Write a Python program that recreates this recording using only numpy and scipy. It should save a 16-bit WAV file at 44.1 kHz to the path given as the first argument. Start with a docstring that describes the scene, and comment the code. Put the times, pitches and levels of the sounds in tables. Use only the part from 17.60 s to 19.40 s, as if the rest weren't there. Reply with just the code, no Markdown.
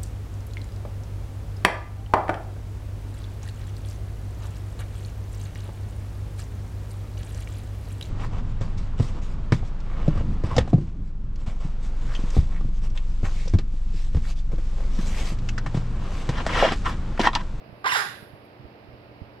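"""An appliance hums and two soft bumps sound; almost at once a puppy gives one sharp yip, a bit to the right.
Its vocal folds (the flaps in its throat that make the voice) start low, break upward into a whistle
and fall back hoarsely. Throat and mouth colour the sound, and the tiled kitchen rings after it.
The hum goes on, with more low bumps and a trace of high hiss. A hand-held phone picks it all up."""
import sys
import numpy as np
from scipy import signal
from scipy.fft import rfft, irfft
from scipy.io import wavfile
from scipy.ndimage import uniform_filter1d

SR = 44100
rng = np.random.default_rng(int(sys.argv[2]) if len(sys.argv) > 2 else 0)


def store_pcm(level_fs):
    """Save levels as 16-bit WAV."""
    pcm = np.round(np.clip(level_fs, -1, 1) * 32767).astype(np.int16)
    wavfile.write(sys.argv[1], SR, np.atleast_2d(pcm).T)


N = 79380

# how the voice moves: t/s, f/Hz, level/dB, roughness/0-1, brightness/(dB per octave)
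YIP_PATH = [(0.241, 368.1, -25.5, 0.14, -6), (.254, 415.4, -23.5, .08, -14), (.261, 580.2, -23, 0.48, -3),
            (.268, 1029, -16, 0.1, -10), (.275, 1058, -22.5, 0.6, 1), (.279, 1947, -22.5, 0.49, -4),
            (.288, 2231, -26.5, 0.44, -4), (.293, 2889, -24.5, 0.21, -15.5), (.308, 2796, -31.5, .2, -1),
            (.316, 2675, -26, 0.18, -7.5), (.321, 2037, -19.5, 0.3, -4), (.335, 1760, -25.5, 0.2, 2),
            (.346, 1555, -24.5, 0.44, 1), (.350, 906.5, -22, 0.42, -2), (.361, 717.4, -20, 0.05, -4),
            (.369, 468.5, -21.5, 0.09, -1.5), (.381, 423.9, -29, 0.03, 1.5), (.414, 402.5, -31, 0.07, -0.5),
            (0.437, 372, -37.5, .02, -7), (0.453, 354, -34.5, 0.1, -16)]
# pitch ranges that throat and mouth favour: f/Hz, width/Hz, relative level/dB
THROAT_PEAKS = [(410, 420, -11), (789, 126, -9), (1073, 255, -0.5), (1492, 810, 0), (2800, 2650, -15),
                (3610, 740, -11), (5044, 770, -10.5), (6980, 630, -14), (8600, 2000, -33),
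                (10470, 1130, -15.5), (11450, 720, -23)]
# the mouth's main peak, rising as the jaw opens and sinking as it closes: t/s, f/Hz
MOUTH_PATH = [(.241, 1150), (.272, 1080), (.285, 2100), (.325, 2000), (.35, 1450), (.375, 1480),
              (.412, 1630), (.453, 1460)]
# a second, lower tone that the folds hold under the whistle: t/s, f/Hz, level/dB
UNDERTONE_PATH = [(.268, 1050, -42), (.277, 1075, -30), (.293, 1055, -33), (.300, 1060, -48),
                  (.321, 1050, -48), (.327, 990, -25), (.337, 955, -37)]
# how long the kitchen rings: f/Hz, time to fade by 60 dB/s
ROOM_FADE = [(300, .58), (950, .39), (1300, .45), (1600, .55), (2200, .5), (4000, .58), (7000, .4),
             (9000, .46), (11000, .68)]
# how much louder the yip is on the left than on the right: f/Hz, level/dB
YIP_PAN = [(60, 32), (110, 34), (200, 4), (380, -5), (700, 3), (1290, -8.5), (2380, -10), (4400, -15.5),
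           (8120, 12.5), (15000, 4)]
# soft low bumps: t/s, level/dB, f/Hz, time to fade by 60 dB/s
LOW_BUMPS = [(0.091, -35.5, 160, 0.058), (0.127, -27.5, 113, 0.017), (0.325, -33.5, 122, 0.085),
             (0.463, -43, 145, 0.2), (0.626, -33, 160, 0.037), (0.733, -35.5, 125.4, 0.09),
             (0.997, -40.5, 131, 0.17), (1.046, -29.5, 71, 0.063), (1.244, -44, 100, 0.1),
             (1.285, -32, 73, 0.034), (1.335, -33, 78, 0.042), (1.617, -21, 97, 0.031)]
# the appliance's motor and mains tones: f/Hz, level/dB
HUM_TONES = [(118.4, -57.5), (209.9, -63), (296.1, -60.5), (360.7, -64), (446.8, -67), (586.8, -64),
             (662, -66.5)]
# the colour of the rushing air: f/Hz, relative level/dB
AIR_COLOUR = [(25, -24), (60, -8), (110, -7), (200, -12), (350, -11), (620, -9.5), (900, -15), (1400, -20),
              (2700, -22), (3400, -31), (5000, -31), (6200, -51.5), (9400, -56.5), (10300, -47.5),
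              (15500, -49)]
# how alike the air sounds in both ears: f/Hz, likeness/0-1
AIR_ALIKE = [(60, 0.72), (300, 0.88), (1000, 0.28), (4000, 0.088), (12000, 0.042)]
# how much louder the air is on the left than on the right: f/Hz, level/dB
AIR_PAN = [(60, -10), (200, -2), (700, -3.5), (1290, -2.5), (2380, -7.5), (4400, -13.5), (8120, 4.5),
           (15000, 1.5)]
# faint high hisses: t/s, half length/s, level/dB
HISS_SWELLS = [(0.61, 0.05, -65), (.855, 0.011, -72.5), (0.5, 0.32, -70)]

TOP_HZ = 15700  # upper limit for the voice and the phone


def yip(lower_tone):
    """The vocal folds chop the breath into uneven puffs, which ring through the throat and mouth."""
    jitter, shimmer, weak_pulse = .058, .95, .63  # unevenness of pitch, loudness and every other puff
    rasp_rad, rasp_hz, bright_hz = 1.72, 5150, 1810
    mouth_peak_db, mouth_width_hz, breath_db, shake_db = 3, 300, -7, 18.5
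    attack_s, release_s = .0033, .011
    t = times()
    at, *columns = np.array(YIP_PATH).T
    pitch, db, rough, bright = (np.interp(t, at, column) for column in columns)
    mouth_hz = np.interp(t, *np.array(MOUTH_PATH).T)
    hz = pitch * (1 + jitter * rough * (wander(350) + wander(1824)))
    phase = 2 * np.pi * np.cumsum(hz) / SR
    folds = 0
    for k in range(1, 41):  # overtones: whole multiples of the pitch
        overtone_hz = k * hz
        rasp = rasp_rad * np.sqrt(rough) * overtone_hz / rasp_hz * wander(960)  # high ones lose step
        tilt_db = bright * np.log2(np.maximum(overtone_hz / bright_hz, 1))
        mouth_db = mouth_peak_db / (1 + (2 * (overtone_hz - mouth_hz) / mouth_width_hz) ** 2)
        top_fade = np.clip((TOP_HZ - overtone_hz) / bright_hz, 0, 1)
        folds += np.cos(k * phase + rasp) * undb(tilt_db + mouth_db) * top_fade
    folds *= np.sqrt(2 * hz / TOP_HZ)  # makes up for high notes having fewer overtones
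    folds *= 1 + shimmer * rough * wander(900)
    folds *= 1 + weak_pulse * rough * np.cos(phase / 2)
    folds *= 1 + undb(shake_db) * lower_tone  # the lower tone shakes the whistle
    breath = undb(breath_db) * rough * (1 + np.cos(phase)) * rng.standard_normal(N)
    voice = throat(folds + breath)
    voice /= np.sqrt(uniform_filter1d(voice ** 2, size=300) + 1e-12)  # even out the loudness
    fade_in = np.clip((t - at[0]) / attack_s, 0, 1)
    fade_out = np.clip(1 - (t - at[-1]) / release_s, 0, 1)
    return voice * undb(db) * fade_in * fade_out


def throat(x):
    """The air in the throat and mouth rings on after each puff."""
    f = freqs()
    gain = sum(undb(db) / (1 + ((f * f - hz * hz) / (f * width)) ** 2) for hz, width, db in THROAT_PEAKS)
    cepstrum = irfft(np.log(gain + 1e-4), N)  # the filter's shape, laid out in time
    after_only = 1 + np.sign(np.fft.fftfreq(N))  # no ringing ahead of a puff
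    return shape(x, np.exp(rfft(cepstrum * after_only)))


def undertone():
    """A second, nearly pure vibration of the folds comes and goes under the whistle."""
    t = times()
    at, hz, db = np.array(UNDERTONE_PATH).T
    pitch = np.interp(t, at, hz) * (1 + .02 * wander(280))
    loudness = uniform_filter1d(np.interp(t, at, undb(db), left=0, right=0), size=200)
    return np.sqrt(2) * np.sin(2 * np.pi * np.cumsum(pitch) / SR) * loudness


def kitchen(x):
    """Sound arrives directly, then as echoes off floor and cupboards, then as a blurred ring."""
    first_wall_s, build_s, ring_db = .008, .026, -4.2
    echo_count, echo_span_s, echo_db = 14, .07, -11
    t, f = times(), freqs()
    fade_s, ring = over_hz(ROOM_FADE), 0
    noise = rng.standard_normal((2, N))
    for octave in np.arange(6, 14.1, 1 / 3):  # each third of an octave fades at its own speed
        band = np.clip(1 - 3 * abs(np.log2(f) - octave), 0, 1)
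        ring += shape(noise, band) * die_away(t, np.interp(2. ** octave, f, fade_s))
    ring *= np.clip((t - first_wall_s) / build_s, 0, 1)
    response = undb(ring_db) * unit(ring) / np.sqrt(N)
    response[:, 0] += 1  # the direct sound
    for lateness, left, right in rng.random((echo_count, 3)):
        lags = SR * (first_wall_s + lateness * echo_span_s + .0012 * np.array([left, right]))
        response[[0, 1], lags.astype(int)] += undb(echo_db) * 2 * (1 - lateness) / np.sqrt(echo_count)
    in_room = signal.fftconvolve(x[None], response, axes=1)[:, :N]
    return shape(in_room, pan(over_hz(YIP_PAN)))


def bumps():
    """Each bump is a fast-fading low thud with a shorter knock on top; the room booms briefly after."""
    knock_hz, knock_db, attack_s, boom_db = 209, -13.5, .00011, -10.5
    t, hits = times(), 0
    for at, db, hz, fade_s in LOW_BUMPS:
        age = np.maximum(t - at, 0)
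        fade = die_away(age, fade_s)
        thud = np.sin(2 * np.pi * hz * age) * fade
        knock = undb(knock_db) * np.sin(2 * np.pi * knock_hz * age) * fade ** 2
        hits += undb(db) * (thud + knock) * (1 - np.exp(-age / attack_s))
    ring = unit(rng.standard_normal(N) * die_away(t, fade_s=.31)) / np.sqrt(N)
    boom = undb(boom_db) * signal.fftconvolve(hits, ring)[:N]
    return (hits + boom) * pan(db=-18.5)


def appliance():
    """Air rushes steadily while the motor and mains tones waver a little."""
    air_db, waver = -50, .032
    alike, colour = over_hz(AIR_ALIKE), undb(over_hz(AIR_COLOUR))
    shared = shape(rng.standard_normal(N), colour * np.sqrt(1 + alike))
    opposed = shape(rng.standard_normal(N), colour * np.sqrt(1 - alike))
    air = np.array([shared + opposed, shared - opposed]) / np.std(shared)
    hum = 0
    for hz, db in HUM_TONES:
        loudness = undb(db) * np.sqrt(2) * (1 + waver * wander(11))
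        hum += loudness * np.sin(2 * np.pi * (hz * times() + rng.random()) + waver * wander(39))
    return undb(air_db) * shape(air, pan(over_hz(AIR_PAN))) + hum * pan(db=-1.5)


def hisses():
    """Thin, very high hiss swells and fades."""
    centre_hz, half_width_octaves = 11100, .17
    swell = sum(undb(db) * np.exp(-((times() - at) / half) ** 2) for at, half, db in HISS_SWELLS)
    band = 1 / (1 + (np.log2(freqs() / centre_hz) / half_width_octaves) ** 2)
    return swell * unit(shape(rng.standard_normal((2, N)), band)) * pan(db=5.5)


def undb(db):
    """Turn decibels into a multiplier."""
    return 10 ** (np.asarray(db) / 20)


def unit(x):
    """Scale to an average power of 1."""
    return x / np.sqrt(np.mean(x ** 2))


def times():
    """The time of every sample, in seconds."""
    return np.arange(N) / SR


def freqs():
    """The frequencies a filter works on, in Hz."""
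    return np.maximum(np.arange(N // 2 + 1) * SR / N, 1)


def over_hz(table):
    """Join a table's (frequency, value) points, spacing the octaves evenly."""
    hz, value = np.array(table, float).T
    return np.interp(np.log(freqs()), np.log(hz), value)


def shape(x, gain):
    """Filter a sound: multiply each frequency by its own gain."""
    return irfft(rfft(x) * gain, N)


def pan(db):
    """Left and right gains; positive db makes the left louder."""
    gain = undb(np.array([[1], [-1]]) * db / 2)
    return gain / np.sqrt(np.mean(gain ** 2, axis=0))


def wander(rate_hz):
    """A smooth random wobble with a typical size of 1."""
    span = max(int(SR / rate_hz), 2)
    return unit(uniform_filter1d(uniform_filter1d(rng.standard_normal(N), span), span))


def die_away(age, fade_s):
    """A fade that drops 60 dB in fade_s seconds."""
    return np.exp(-np.log(1000) * age / fade_s)


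def scene():
    """The yip rings in the kitchen over the hum, the bumps and a trace of hiss."""
    lower_tone = undertone()
    return kitchen(yip(lower_tone) + lower_tone) + appliance() + bumps() + hisses()


def record(dry):
    """The phone's two microphones lie a little apart; it cuts the deepest bass and the highest treble."""
    right_lag_s, low_cut_hz = .00024, 44.4
    apart = shape(dry, np.exp(-2j * np.pi * freqs() * np.array([[0], [right_lag_s]])))
    thin = signal.sosfilt(signal.butter(2, low_cut_hz, "high", fs=SR, output="sos"), apart)
    return signal.sosfilt(signal.ellip(10, .2, 80, TOP_HZ, fs=SR, output="sos"), thin)


dry = scene()
out = record(dry)
store_pcm(out)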